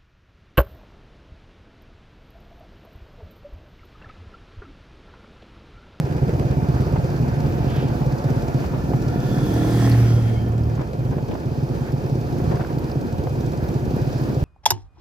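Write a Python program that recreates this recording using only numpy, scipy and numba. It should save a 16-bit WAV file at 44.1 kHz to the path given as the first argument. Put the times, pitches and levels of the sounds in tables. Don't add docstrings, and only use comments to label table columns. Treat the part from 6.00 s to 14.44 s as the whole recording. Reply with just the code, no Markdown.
import sys
import numpy as np
from scipy import signal
from scipy.io import wavfile
from scipy.ndimage import uniform_filter1d
from numba import njit

SR = 44100
rng = np.random.default_rng(int(sys.argv[2]) if len(sys.argv) > 2 else 0)


def amplitude_ratio(level_db):
    exponent = np.asarray(level_db, float) / 20
    return 10 ** exponent


def log_audio(samples):
    frames = np.atleast_2d(samples).T
    limited = np.clip(frames, -1, 1)
    pcm = np.round(limited * 32767).astype(np.int16)
    wavfile.write(sys.argv[1], SR, pcm)


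N = 372195
T = np.arange(N) / SR
SLOW = T[::64]
BANDS_HZ = 14300 / 2 ** (np.arange(22)[::-1] / 2.5)
ZONE = np.digitize(BANDS_HZ, [950, 3000])

# time in seconds, firing rate in Hz.
OWN_RATE = [(-0.0004, 17.995), (0.4, 17.269), (0.8, 16.828), (1.4, 16.639), (2.4, 16.728), (3.2, 16.583),
            (4.2, 16.754), (5.2, 17.137), (6.0, 17.283), (6.8, 17.533), (7.5, 17.876), (8.0, 18.174),
            (8.44, 18.452)]
# time in seconds, firing rate in Hz.
AHEAD_RATE = [(-0.0083, 16.943), (1.0, 17.234), (2.0, 17.467), (2.3, 16.939), (2.8, 16.786), (3.3, 16.916),
              (4.3, 16.942), (4.9, 16.689), (5.3, 16.436), (5.7, 16.689), (6.3, 16.456), (6.7, 17.095),
              (7.1, 16.711), (7.4, 16.013), (7.8, 15.963), (8.1, 14.909), (8.44, 13.667)]
# time in seconds, exhaust level in dB, road level in dB.
RIDE_LEVELS = [(0, -15, -1.5), (.3, -14.5, 0.5), (.8, -13, 0.5), (1.25, -18, 1.5), (1.7, -18, 2), (2.2, -22, 2),
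               (2.55, -32, 3), (2.75, -29.5, 0), (3.1, -28.5, 2.5), (4.2, -31.5, -1.5), (4.7, -33.5, -3),
               (5.1, -18.5, -3), (5.55, -22, -1.5), (5.9, -40, 0), (6.5, -13, 1), (7.0, -32, 0.5),
               (7.7, -32, 1.5), (8.44, -25.5, 2)]
# centre in Hz, width in Hz, level in dB.
OWN_PIPE = [(161, 39, 1), (76, 64, -3.5), (264, 230, -3), (368, 140, -0.5)]
# centre in Hz, width in Hz, level in dB.
AHEAD_PIPE = [(122, 82, 6.5), (77, 55, -4), (194, 620, -7)]
# centre in Hz, width in Hz, level in dB.
SILENCER = [(132.1, 34.8, -0.5), (75, 93, -3), (210, 130, -5)]
# time in seconds, peak in dB.
RICH_CHARGES = [(0.0024, -35), (0.0268, -16), (0.1, -17), (0.1464, -13), (0.2183, -6.5), (0.2646, -10),
                (0.3262, -9), (0.3829, -13), (0.4511, -11.5), (0.4978, -8), (0.568, -8.7), (0.615, -13),
                (0.6858, -8), (0.7332, -14), (0.759, -14), (0.7953, -8.5), (0.8245, -18), (0.85, -15),
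                (0.8967, -19), (0.9272, -9.5), (0.9825, -10.5), (1.0352, -11), (1.0803, -20), (1.1057, -15.5),
                (1.1422, -11.3), (1.1966, -6.5), (1.2222, -8), (1.274, -13), (1.323, -12.3), (1.367, -11),
                (1.394, -12), (1.44, -9.5), (1.5122, -17), (1.545, -15.6), (1.5938, -12.6), (1.642, -19),
                (1.6629, -9.5), (1.7173, -13), (1.7746, -8), (1.814, -15), (1.8422, -8.5), (1.8822, -19),
                (1.908, -10), (2.008, -8), (2.062, -7.5), (2.1221, -8), (2.2457, -7.5), (2.3002, -7.5),
                (2.3607, -8.5), (2.4275, -14), (2.543, -5.5), (2.6022, -14.5), (2.7063, -17.3),
                (2.7338, -12.5), (2.8796, -13), (2.9355, -6.5), (2.9989, -16), (3.0619, -7.5),
                (3.0864, -16.2), (3.1126, -16),
                (3.1748, -9.5), (3.2446, -9.5), (3.3147, -10), (3.367, -7.5), (3.4186, -7.5), (4.7831, -8.5),
              (4.9805, -13), (5.0051, -14), (5.0497, -11.5), (5.0907, -11.5), (5.1575, -13.2),
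              (5.2233, -15), (5.4564, -12), (5.509, -13.5), (5.573, -11.2), (5.6233, -9.5), (5.6966, -12),
              (5.8068, -11), (5.8852, -16.5), (5.9277, -8), (5.971, -14), (6.0427, -12), (6.1148, -7.5),
              (6.146, -17.6), (6.176, -12.5), (6.2024, -15), (6.2435, -16), (6.3174, -14), (6.354, -18.5),
              (6.4059, -19), (6.4627, -14), (6.4904, -15), (6.533, -10.5), (6.5913, -12), (6.732, -18),
              (6.7636, -12.5), (6.833, -12), (6.9604, -8.5), (7.121, -13.5), (7.2562, -13), (7.3042, -13),
              (7.3324, -16), (7.3729, -11), (7.4345, -12.5), (7.4614, -12.5), (7.572, -14), (7.748, -8),
              (7.816, -14), (7.9298, -10), (8.009, -11), (8.064, -10), (8.147, -9.5), (8.209, -10.5),
              (8.2852, -12), (8.3638, -9)]
# time in seconds, peak in dB.
SNAPS = [(0.1644, -15.5), (0.2934, -17), (0.3367, -12), (0.4542, -18), (0.631, -22), (0.757, -22),
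         (0.9593, -19), (1.167, -21), (1.2869, -17), (1.467, -15), (1.5849, -15), (1.6458, -16),
         (1.7662, -14), (1.8286, -14), (1.954, -18), (2.0665, -20), (2.2442, -12.5), (2.3054, -27),
         (2.4867, -19.3), (2.5471, -19), (2.9047, -22), (2.918, -11.5), (2.938, -26), (3.0835, -16.5),
         (3.1601, -11.5), (3.272, -23), (3.29, -17), (3.3155, -16), (3.3426, -14.5), (3.3674, -18),
         (3.396, -17), (3.4218, -16.5), (3.448, -16), (3.498, -20), (5.169, -17), (6.0415, -16),
         (6.0987, -17), (6.1567, -13), (6.386, -25), (6.4437, -17), (6.5013, -18), (6.5203, -18),
         (6.539, -12.5), (6.5978, -17), (6.6172, -21), (6.7749, -14.5), (6.9585, -14), (7.019, -15.5),
         (7.1858, -19), (7.241, -17), (7.4092, -17), (7.8665, -16), (7.912, -15), (7.9676, -12),
         (8.2502, -18), (8.3026, -14)]
# frequency in Hz, density in dB per Hz.
ROAD = [(15, -45), (25, -7.5), (107, 5), (144, -12.5), (215, -10), (350, -17.5), (873, -34), (1240, -33),
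        (1710, -32.5), (2070, -46.5), (2490, -45), (3740, -47), (5020, -39), (7940, -60.5), (15600, -51)]
# frequency in Hz, left-right likeness from 0 to 1.
LIKENESS = [(40, 1), (150, 0.57), (400, 0.53), (800, 0), (2500, 0), (7000, 0.16), (15000, 0)]
# centre in Hz, width in Hz, level
# over the rumble in dB, drift in dB/s.
HUMS = [(716.6, 39, -13, -0.58), (2418, 240, -27.5, -0.16), (6500, 3900, -35.5, 0.01),
        (1400, 130, -25, -0.1), (5200, 70, -50, 1), (340.5, 66, -11, 0.47), (873, 172, -13.5, -0.35),
        (494, 203, -10, -0.02), (12000, 2700, -37, 0.2)]
# start in seconds, length in seconds, gain in dB.
DUCKS = [
    (1.939, 0.056, -8.5),
    (2.583, 0.32, -5.5),
    (4.818, 0.17, -9),
    (5.231, 0.2, -18.5),
    (6.628, 0.073, -18),
    (7.0, 0.14, -3),
    (2.125, 0.096, -12),
    (6.848, 0.12, -5),
]
# time in seconds, peak in dB, brightness in Hz, T60 in seconds.
BUMPS = [(0.425, -26, 1210, 0.025), (1.444, -26.5, 1200, 0.049), (1.632, -28, 1200, .04),
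         (1.903, -27.5, 1240, 0.043), (2.014, -25.5, 1200, 0.06), (2.641, -24.5, 1400, .05),
         (2.904, -32, 1190, .03), (4.779, -31, 1600, 0.03), (4.793, -32.5, 2110, 0.075),
         (5.007, -35, 1200, 0.023), (5.121, -24.5, 470, 0.14), (5.284, -24, 450, 0.28),
         (5.912, -37, 1200, 0.031), (6.401, -31, 1500, 0.036), (6.558, -37, 2500, 0.045),
         (6.609, -31, 2300, 0.049), (6.571, -34, 2400, 0.022), (6.621, -35, 2200, 0.03),
         (6.665, -40, 2400, 0.031), (6.695, -43, 3400, 0.063), (6.648, -28.5, 2460, 0.022),
         (6.9, -28, 1250, 0.026), (7.358, -37, 1200, 0.023), (5.312, -40.5, 5000, 0.067),
         (0.96, -21.5, 1190, 0.077), (1.131, -49, 1200, 0.079), (2.287, -28, 1180, 0.05),
         (2.733, -30.5, 1250, 0.28), (2.935, -23, 1510, 0.034), (4.808, -24.5, 1190, 0.097),
         (5.123, -33, 1170, 0.12), (5.182, -23, 880, 0.063), (5.279, -50, 700, 0.13),
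         (5.312, -32, 1190, 0.12), (5.353, -20.5, 1140, 0.032), (5.335, -31, 1500, 0.033),
         (6.512, -24, 1130, 0.15), (6.544, -29.5, 1200, 0.18), (6.596, -23, 1190, 0.092),
         (6.638, -28, 1250, 0.026), (7.271, -21, 1190, 0.028)]
# time in seconds, peak in dB, centre in Hz, T60 in seconds.
PINGS = [(1.7624, -51, 4980, 0.023), (2.3015, -50, 5860, 0.03), (3.5398, -40, 5540, 0.023),
         (3.897, -38, 5070, 0.028), (3.916, -38.5, 4530, 0.11), (4.4857, -62, 5000, 0.024),
         (4.58, -52, 7600, 0.024), (4.635, -48, 4940, 0.03), (4.752, -52, 6800, 0.03),
         (6.915, -41, 4700, 0.034), (7.639, -45, 4220, 0.022), (1.214, -54, 4900, 0.02),
         (6.0616, -47, 5200, 0.022)]
# time in seconds, peak in dB, centre in Hz.
TICKS = [(0.8116, -46, 12800), (0.8889, -47, 14000), (1.1393, -48, 12700), (1.2141, -46, 11600),
         (2.2413, -50, 13100), (2.3007, -42, 13100), (2.8419, -45, 14000), (3.5389, -35, 12700),
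         (3.897, -29.5, 11300), (4.4228, -49, 13700), (4.4867, -43, 14000), (5.4585, -57, 12400),
         (5.9204, -46, 12100), (6.0616, -48, 13200), (6.6702, -52, 13700), (6.791, -46, 13400),
         (7.1811, -51, 13500), (7.2938, -50, 11700), (7.639, -39, 14700), (7.6864, -45, 12000),
         (7.9633, -45, 11700), (8.2177, -43, 14500)]
# time in seconds, firing rate in Hz.
PASS_RATE = [(0, 38.1), (3.3, 38.2), (3.75, 39.25), (4.12, 38.8), (4.33, 38.05), (4.6, 38.3), (8.44, 38.2)]
# multiple of the rate, level in dB, lead of the peak in seconds.
PASS_ORDERS = [(1, -39, 0), (2, -8.5, -0.3), (3, 2.5, 0.21), (4, -7.5, 0.43), (5, -7, 0.52),
               (6, -13.5, 0.068), (7, -12.5, 0.026), (8, -14.5, 0.22), (9, -19.5, 0.079), (10, -24, 0.28),
               (11, -35, 0.2), (12, -24, 0.25)]
# time in seconds, level on the low orders in dB.
LOW_ORDERS = [(2.4, -20), (3.3, -17), (3.46, -16), (3.56, 3), (3.68, -3), (3.76, 0.5), (4.1, -0.5),
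              (4.3, -0.5), (4.6, 1), (5.4, 2)]
# centre in Hz, width in Hz, level in dB.
BARK_PIPE = [(700, 60, 4), (799, 45, -1.5), (1060, 77, -2), (1264, 93, -3)]
# centre in Hz, width in Hz, level in dB.
INTAKE = [(1400, 100, 4.5), (1750, 94, 2.5)]
# centre in Hz, width in Hz, level relative to the running gear level in dB.
WHIRR = [(5470, 1500, -5), (12100, 2000, -7.5)]
# time in seconds, whine in Hz, whine level in dB, running gear level in dB.
GEARING = [(2.6, 3440, -76, -60), (3.05, 3440, -73, -58), (3.3, 3430, -54, -47), (3.5, 3400, -49, -48),
           (3.7, 3350, -53, -49), (3.85, 3310, -43, -48), (3.98, 3240, -62, -41), (4.12, 3260, -52, -46),
           (4.4, 3170, -53.5, -62), (4.65, 3150, -70, -68)]
# frequency in Hz, density in dB per Hz.
PASS_NOISE = [(240, -34), (400, 9.5), (419, -13), (705, 6), (1380, -23), (1820, -13), (2630, -19),
              (3310, -20), (8960, -30), (12600, -31), (15600, -32)]

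RICH = RICH_CHARGES
# dB at road level 0, dB per dB of road level, drift in dB/s.
RUMBLE, ROAR, WIND = (-29.5, 0.88, 0), (-46, 1.42, -0.41), (-53.5, 1.17, 0)
CLOSING_M_S, ABEAM_S, LANE_M = 12, 3.92, 2.6
BOOM, SNARL = (0.35, -17, 1, -0.15, 0.5), (0, -23.5, 3.5, 0.6, -0.75)
BARK, RASP = (0, -35, 4.5, 0.9, -1), (0, -44.5, 7, 2.5, -1)
INTAKE_PART, RUSH = (0.49, -52, 21.5, 1.13, 11.5), (-2.1, -48, 6, 5, -1.5)
LOW_TYRE, HIGH_TYRE = (-0.29, -34.5, -2, 2.3, -1.5), (0.06, -39.5, 0.5, 0.7, -1.5)
PASS_HISS = (-0.1, -43.5, 1, 2.7, 1.5)


def to_rms(x, db=0):
    return x * (amplitude_ratio(db) / np.std(x[::5]))


def columns(rows):
    s, *values = np.transpose(rows)
    return [np.interp(SLOW, s, v) for v in values]


def full(slow):
    return np.interp(T, SLOW, slow)


def over_hz(points, hz):
    points_hz, values = np.transpose(points)
    return np.interp(np.log(hz), np.log(points_hz), values)


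def walk(rate_hz):
    held = np.repeat(rng.standard_normal(int(rate_hz * N / SR) + 2), 8)
    smooth = uniform_filter1d(uniform_filter1d(held, size=8), size=8)
    return 1.3 * np.interp(SLOW * rate_hz * 8, np.arange(len(held)), smooth)


@njit
def svf(x, hz, width_hz):
    y, band, low = np.empty(len(x)), 0., 0.
    g, k = np.tan(np.pi * hz / SR), width_hz / hz
    for i in range(len(x)):
        v = (band + g * (x[i] + 1e-18 - low)) / (1 + g * (g + k))
        band, low, y[i] = 2 * v - band, low + 2 * g * v, k * v
    return y


def resonance(x, hz, width_hz, second_width_hz):
    return svf(svf(x, float(hz), float(width_hz)), float(hz), float(second_width_hz))


def narrow(hz, width_hz):
    return to_rms(resonance(rng.standard_normal(N), hz, width_hz, 2 * width_hz))


def late(x, delay_s):
    return np.interp(T - delay_s, T, x)


def ports(x, lag_ms, pan_db):
    return np.array([late(x, lag_ms / 1000) * amplitude_ratio(pan_db / 2), x * amplitude_ratio(-pan_db / 2)])


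def clicks(times_s, sizes):
    at = (times_s * SR).astype(int)
    ok = (at >= 0) & (at < N)
    return np.bincount(at[ok], sizes[ok], N)


def decay(pushes, t60_s):
    return signal.lfilter([1], [1, -amplitude_ratio(-60 / (t60_s * SR))], pushes)


def ring(pushes, pipe, push_ms):
    puffs = signal.lfilter([1], [1, -np.exp(-1000 / (push_ms * SR))], pushes)
    return sum(amplitude_ratio(db) * resonance(puffs, hz, w, 4 * w) * 100 / w for hz, w, db in pipe)


def firings(rate):
    start_s, start_hz = rate[0]
    turns = np.cumsum(full(columns(rate)[0])) / SR - start_s * start_hz
    return np.interp(np.arange(1, int(turns[-1]) + 1), turns, T)


def charge(at_s, spread):
    gap_s = at_s[:, None] - np.transpose(RICH)[0] - .01
    near = np.exp(-(gap_s / .034) ** 4).sum(axis=1)
    scatter_db, displaced_db = 1.5, -16
    return scatter_db * spread + displaced_db * np.minimum(near, 1)


def ducking():
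    edge_s = 0.0068
    return sum(db * np.clip(np.minimum(SLOW - s, s + length_s - SLOW) / edge_s, 0, 1)
               for s, length_s, db in DUCKS)


def own_bike(exhaust_db, wind_db):
    at_s = firings(OWN_RATE)
    chance = rng.standard_normal((len(at_s), 4)).T
    blows = clicks(at_s + 0.00026 + 0.00029 * chance[0], -amplitude_ratio(charge(at_s, chance[1])))
    returns = clicks(at_s + .0138 + 0.00057 * chance[2], -.8 * amplitude_ratio(charge(at_s, chance[3])))
    pushes = blows + returns
    thump = to_rms(ring(pushes, OWN_PIPE, push_ms=0.57), -6)
    gas = to_rms(decay(np.abs(pushes), .09) * narrow(374, 316), -12)
    ringing = -amplitude_ratio(-11.5 - 600 * T) * np.cos(2 * np.pi * 152 * T)
    exhaust = (thump + gas) * full(amplitude_ratio(exhaust_db)) + ringing
    scatter_db = 3.5 * np.tanh(rng.standard_normal(len(at_s)))
    ticks = clicks(at_s - .003, amplitude_ratio(scatter_db))
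    rasp = uniform_filter1d(decay(ticks, 0.047), size=260)
    tick = decay(ticks ** 1.1, 0.023)
    valves = to_rms(rasp * narrow(4900, 3100), -7) + to_rms(tick * narrow(12100, 2400), -15)
    return ports(exhaust, 0.36, -1.3) + ports(valves * full(amplitude_ratio(wind_db)), 0.029, -0.23)


def bike_ahead(exhaust_db):
    at_s = firings(AHEAD_RATE)
    chance = rng.standard_normal((len(at_s), 4)).T
    strong_weak_db = 0.73 * (-1) ** np.arange(len(at_s))
    blows_db = strong_weak_db + charge(at_s, chance[1])
    returns_db = -4.5 + strong_weak_db + charge(at_s, chance[3])
    blows = clicks(at_s - .012 + 0.0023 * chance[0], amplitude_ratio(blows_db))
    returns = clicks(at_s + 0.0029 + 0.00076 * chance[2], amplitude_ratio(returns_db))
    thump = to_rms(ring(blows + returns, AHEAD_PIPE, push_ms=2.0), -6)
    return ports(thump * full(amplitude_ratio(exhaust_db)), 0.29, -1.9)


def band_gains(spectrum, low_db, mid_db, high_db):
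    tops = amplitude_ratio(over_hz(spectrum, BANDS_HZ)) * np.sqrt(BANDS_HZ)
    shares = [t / np.linalg.norm(tops[ZONE == z]) for t, z in zip(tops, ZONE)]
    return [amplitude_ratio(db) for db in (low_db, mid_db, high_db)], shares


def hiss(sources, lag_ms, swell_db, flicker_db):
    common, side, swell = np.zeros((3, N)), np.zeros(N), walk(12)
    noise = rng.standard_normal((2, N))
    duck_db = ducking()
    for k, (hz, z) in enumerate(zip(BANDS_HZ, ZONE)):
        power = sum((zones[z] * shares[k]) ** 2 for zones, shares in sources)
        band_db = -11 * (hz < 190) + 0.24 * duck_db * (hz < 210) + swell_db * swell
        band_db = band_db + flicker_db * min(1, (1500 / hz) ** .5) * walk(22)
        gain = full(np.sqrt(power) * amplitude_ratio(band_db))
        like = np.clip(over_hz(LIKENESS, hz), 0, 1)
        alike, apart = (to_rms(resonance(np.roll(n, 9973 * k), hz, hz / 2.4, hz / 2.4)) * gain
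                        for n in noise)
        common[z] += np.sqrt((1 + like) / 2) * alike
        side += np.sqrt((1 - like) / 2) * apart
    low = svf(side, 300., 4200.)
    opposed = np.array([[1], [-1]])
    ahead = common[2] + (side - low) * opposed
    return ahead + ports(common[0] + common[1], lag_ms, -1.1) + ports(low, lag_ms, -1.0) * opposed


def hums(rumble_db):
    hum = sum(full(amplitude_ratio(rumble_db + db + fade_db_s * SLOW)) * narrow(hz, w)
              for hz, w, db, fade_db_s in HUMS)
    return ports(hum, 0.31, -0.88)


def buffet():
    return np.array([narrow(67, 40) * full(amplitude_ratio(-40 + 3.6 * walk(6.6))) for _ in range(2)])


def booms():
    def boom(at_s, size):
        pushes = clicks(at_s, -size) + clicks(at_s + 0.00775, -1.05 * size)
        return ring(pushes, SILENCER, push_ms=0.8)

    s, db = np.transpose(RICH)
    unit = np.abs(boom(np.zeros(1), np.ones(1))).max()
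    return ports(boom(s + .003, amplitude_ratio(db - 3.5)) / unit, 0.38, -1.2)


def snaps():
    s, db = np.transpose(SNAPS)
    age_ms, width_ms = np.arange(-200, 201) / SR * 1000, 0.5
    rebound = 0.33 * np.exp(-.5 * (age_ms / (3.5 * width_ms)) ** 2)
    drop = rebound - 1.28 * np.exp(-.5 * (age_ms / width_ms) ** 2)
    return ports(signal.fftconvolve(clicks(s, amplitude_ratio(db + 2)), drop, "same"), 0.15, -1.1)


def knocks():
    out, age_s = np.zeros((2, N + SR)), T[:SR // 4]
    rise = 1 - np.exp(-age_s / 0.0028)

    def noise():
        return rng.standard_normal(len(age_s))

    def add(s, burst):
        start = int(s * SR)
        out[:, start:start + len(age_s)] += burst

    for s, db, hz, t60_s in BUMPS:
        f = 0.46 * hz
        shake = np.array([to_rms(resonance(noise(), f, f, f), 0.39) for _ in range(2)])
        shake = shake + to_rms(svf(svf(noise(), 350., 210.), 335., 200.), -5.5)
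        crack = np.exp(-age_s / .0016) * np.sin(2 * np.pi * 0.62 * hz * age_s)
        add(s, rise * amplitude_ratio(db - 60 * age_s / t60_s) * shake - amplitude_ratio(db + 2) * crack)
    for s, db, hz, t60_s in PINGS:
        ping = to_rms(resonance(noise(), hz, hz / 6, hz / 6), 1)
        ping += to_rms(svf(noise(), 12600., 2500.), -13)
        add(s, amplitude_ratio(db - 60 * age_s / t60_s) * ping)
    for s, db, hz in TICKS:
        tick = to_rms(resonance(noise(), hz, hz / 5, hz / 4))
        add(s, amplitude_ratio(db - 3.5 - 60 * age_s / 0.016) * tick)
    return out[:, :N]


def nearing(part):
    after_s, db, front_db, loss_db_m, beyond_m = part
    along_m, lane_m = CLOSING_M_S * (SLOW - ABEAM_S - after_s), LANE_M + beyond_m
    r_m = np.hypot(along_m, lane_m)
    return db - 20 * np.log10(r_m / lane_m) - front_db * along_m / r_m - loss_db_m * (r_m - lane_m)


def pass_exhaust():
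    turns = np.cumsum(full(columns(PASS_RATE)[0] * (1 + 0.0026 * walk(17)))) / SR
    fires_s = np.interp(np.arange(int(turns[-1])) + np.interp(4.078, T, turns) % 1, turns, T)
    barks = clicks(fires_s, amplitude_ratio(2.5 * np.tanh(rng.standard_normal(len(fires_s)))))
    sound = to_rms(ring(barks, BARK_PIPE, push_ms=0.097)) * full(amplitude_ratio(nearing(BARK)))
    buzz = 1 + 0.43 * np.cos(2 * np.pi * turns)
    sound += buzz * narrow(1830, 350) * full(amplitude_ratio(nearing(RASP)))
    start_s, end_s = 2.4, 5.4
    span = slice(int(start_s * SR), int(end_s * SR))
    edge = np.clip(np.minimum(SLOW - start_s, end_s - SLOW) / .2, 0, 1)
    drop_db = -12 * np.clip((SLOW - 4.8) / 0.03, 0, 1)
    low_orders_db = columns(LOW_ORDERS)[0]
    order_db = {k: db for k, db, _ in PASS_ORDERS}
    for k, db, lead_s in PASS_ORDERS:
        part, top = (BOOM, 3) if k < 7 else (SNARL, 7)
        db = db - order_db[top] + nearing((part[0] - lead_s, *part[1:]))
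        db = db - 3 * (k != 3) + low_orders_db * (k < 5)
        size = np.sqrt(2) * np.interp(T[span], SLOW, edge * amplitude_ratio(db + drop_db + 1.5 * walk(15)))
        sound[span] += size * np.sin(2 * np.pi * k * turns[span] + 0.2987 * k * k)
    return sound


def pass_gear():
    whine_nominal_hz = 3320
    whine_hz, whine_db, gear_db = columns(GEARING)
    gears = sum(full(amplitude_ratio(db + 3 * walk(24.63))) * narrow(hz, w) for hz, w, db in WHIRR)
    trip_s = np.hypot(CLOSING_M_S * (T - ABEAM_S), LANE_M) / 343
    sound = late(gears, trip_s) * full(amplitude_ratio(gear_db))
    intake = sum(amplitude_ratio(db) * narrow(hz, w) for hz, w, db in INTAKE)
    sound += intake * full(amplitude_ratio(nearing(INTAKE_PART) - 9 + 0.25 * walk(8.6)))
    read_s = np.cumsum(full(whine_hz / whine_nominal_hz)) / SR
    whine = np.interp(read_s, T, narrow(whine_nominal_hz, 150))
    sound += whine * full(amplitude_ratio(whine_db + 1.5 * walk(20)))
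    return sound + narrow(2800, 1200) * full(amplitude_ratio(nearing(RUSH) + 1.2 * walk(12)))


def spring_squeak():
    start_s, end_s, start_hz, end_hz, db = 4.352, 4.4, 2120, 2260, -46
    part = np.clip((T - start_s) / (end_s - start_s), 0, 1)
    turns = np.cumsum(start_hz + (end_hz - start_hz) * part) / SR
    return amplitude_ratio(db) * np.sin(np.pi * part) * np.sin(2 * np.pi * turns)


def three_wheeler():
    return ports(pass_exhaust() + pass_gear(), 0.06, -1.4) + spring_squeak()


def scene():
    exhaust_db, road_db = columns(RIDE_LEVELS)
    exhaust_db = exhaust_db + ducking()
    rumble_db, roar_db, wind_db = (db + share * road_db + drift_db_s * SLOW
                                   for db, share, drift_db_s in (RUMBLE, ROAR, WIND))
    ahead_db = exhaust_db + 4.5 + 0.93 * walk(2.4)
    bikes = own_bike(exhaust_db, wind_db) + bike_ahead(ahead_db)
    road = band_gains(ROAD, rumble_db + 6.5, roar_db - .7, wind_db - .4)
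    passing = band_gains(PASS_NOISE, nearing(LOW_TYRE) + 1.7, nearing(HIGH_TYRE), nearing(PASS_HISS))
    air = hiss([road, passing], lag_ms=0.26, swell_db=0.95, flicker_db=2.5)
    engine = bikes + booms() + snaps() + hums(rumble_db)
    return engine + air + buffet() + knocks() + three_wheeler()


def band_limit(x):
    return signal.sosfilt(signal.butter(12, 15710, fs=SR, output="sos"), x)


def record(dry):
    high_pass = signal.butter(2, 36, "high", fs=SR, output="sos")
    heard = signal.sosfilt(high_pass, dry)
    return band_limit(np.tanh(1.18 * heard) / 1.039)


dry = scene()
out = record(dry)
log_audio(out)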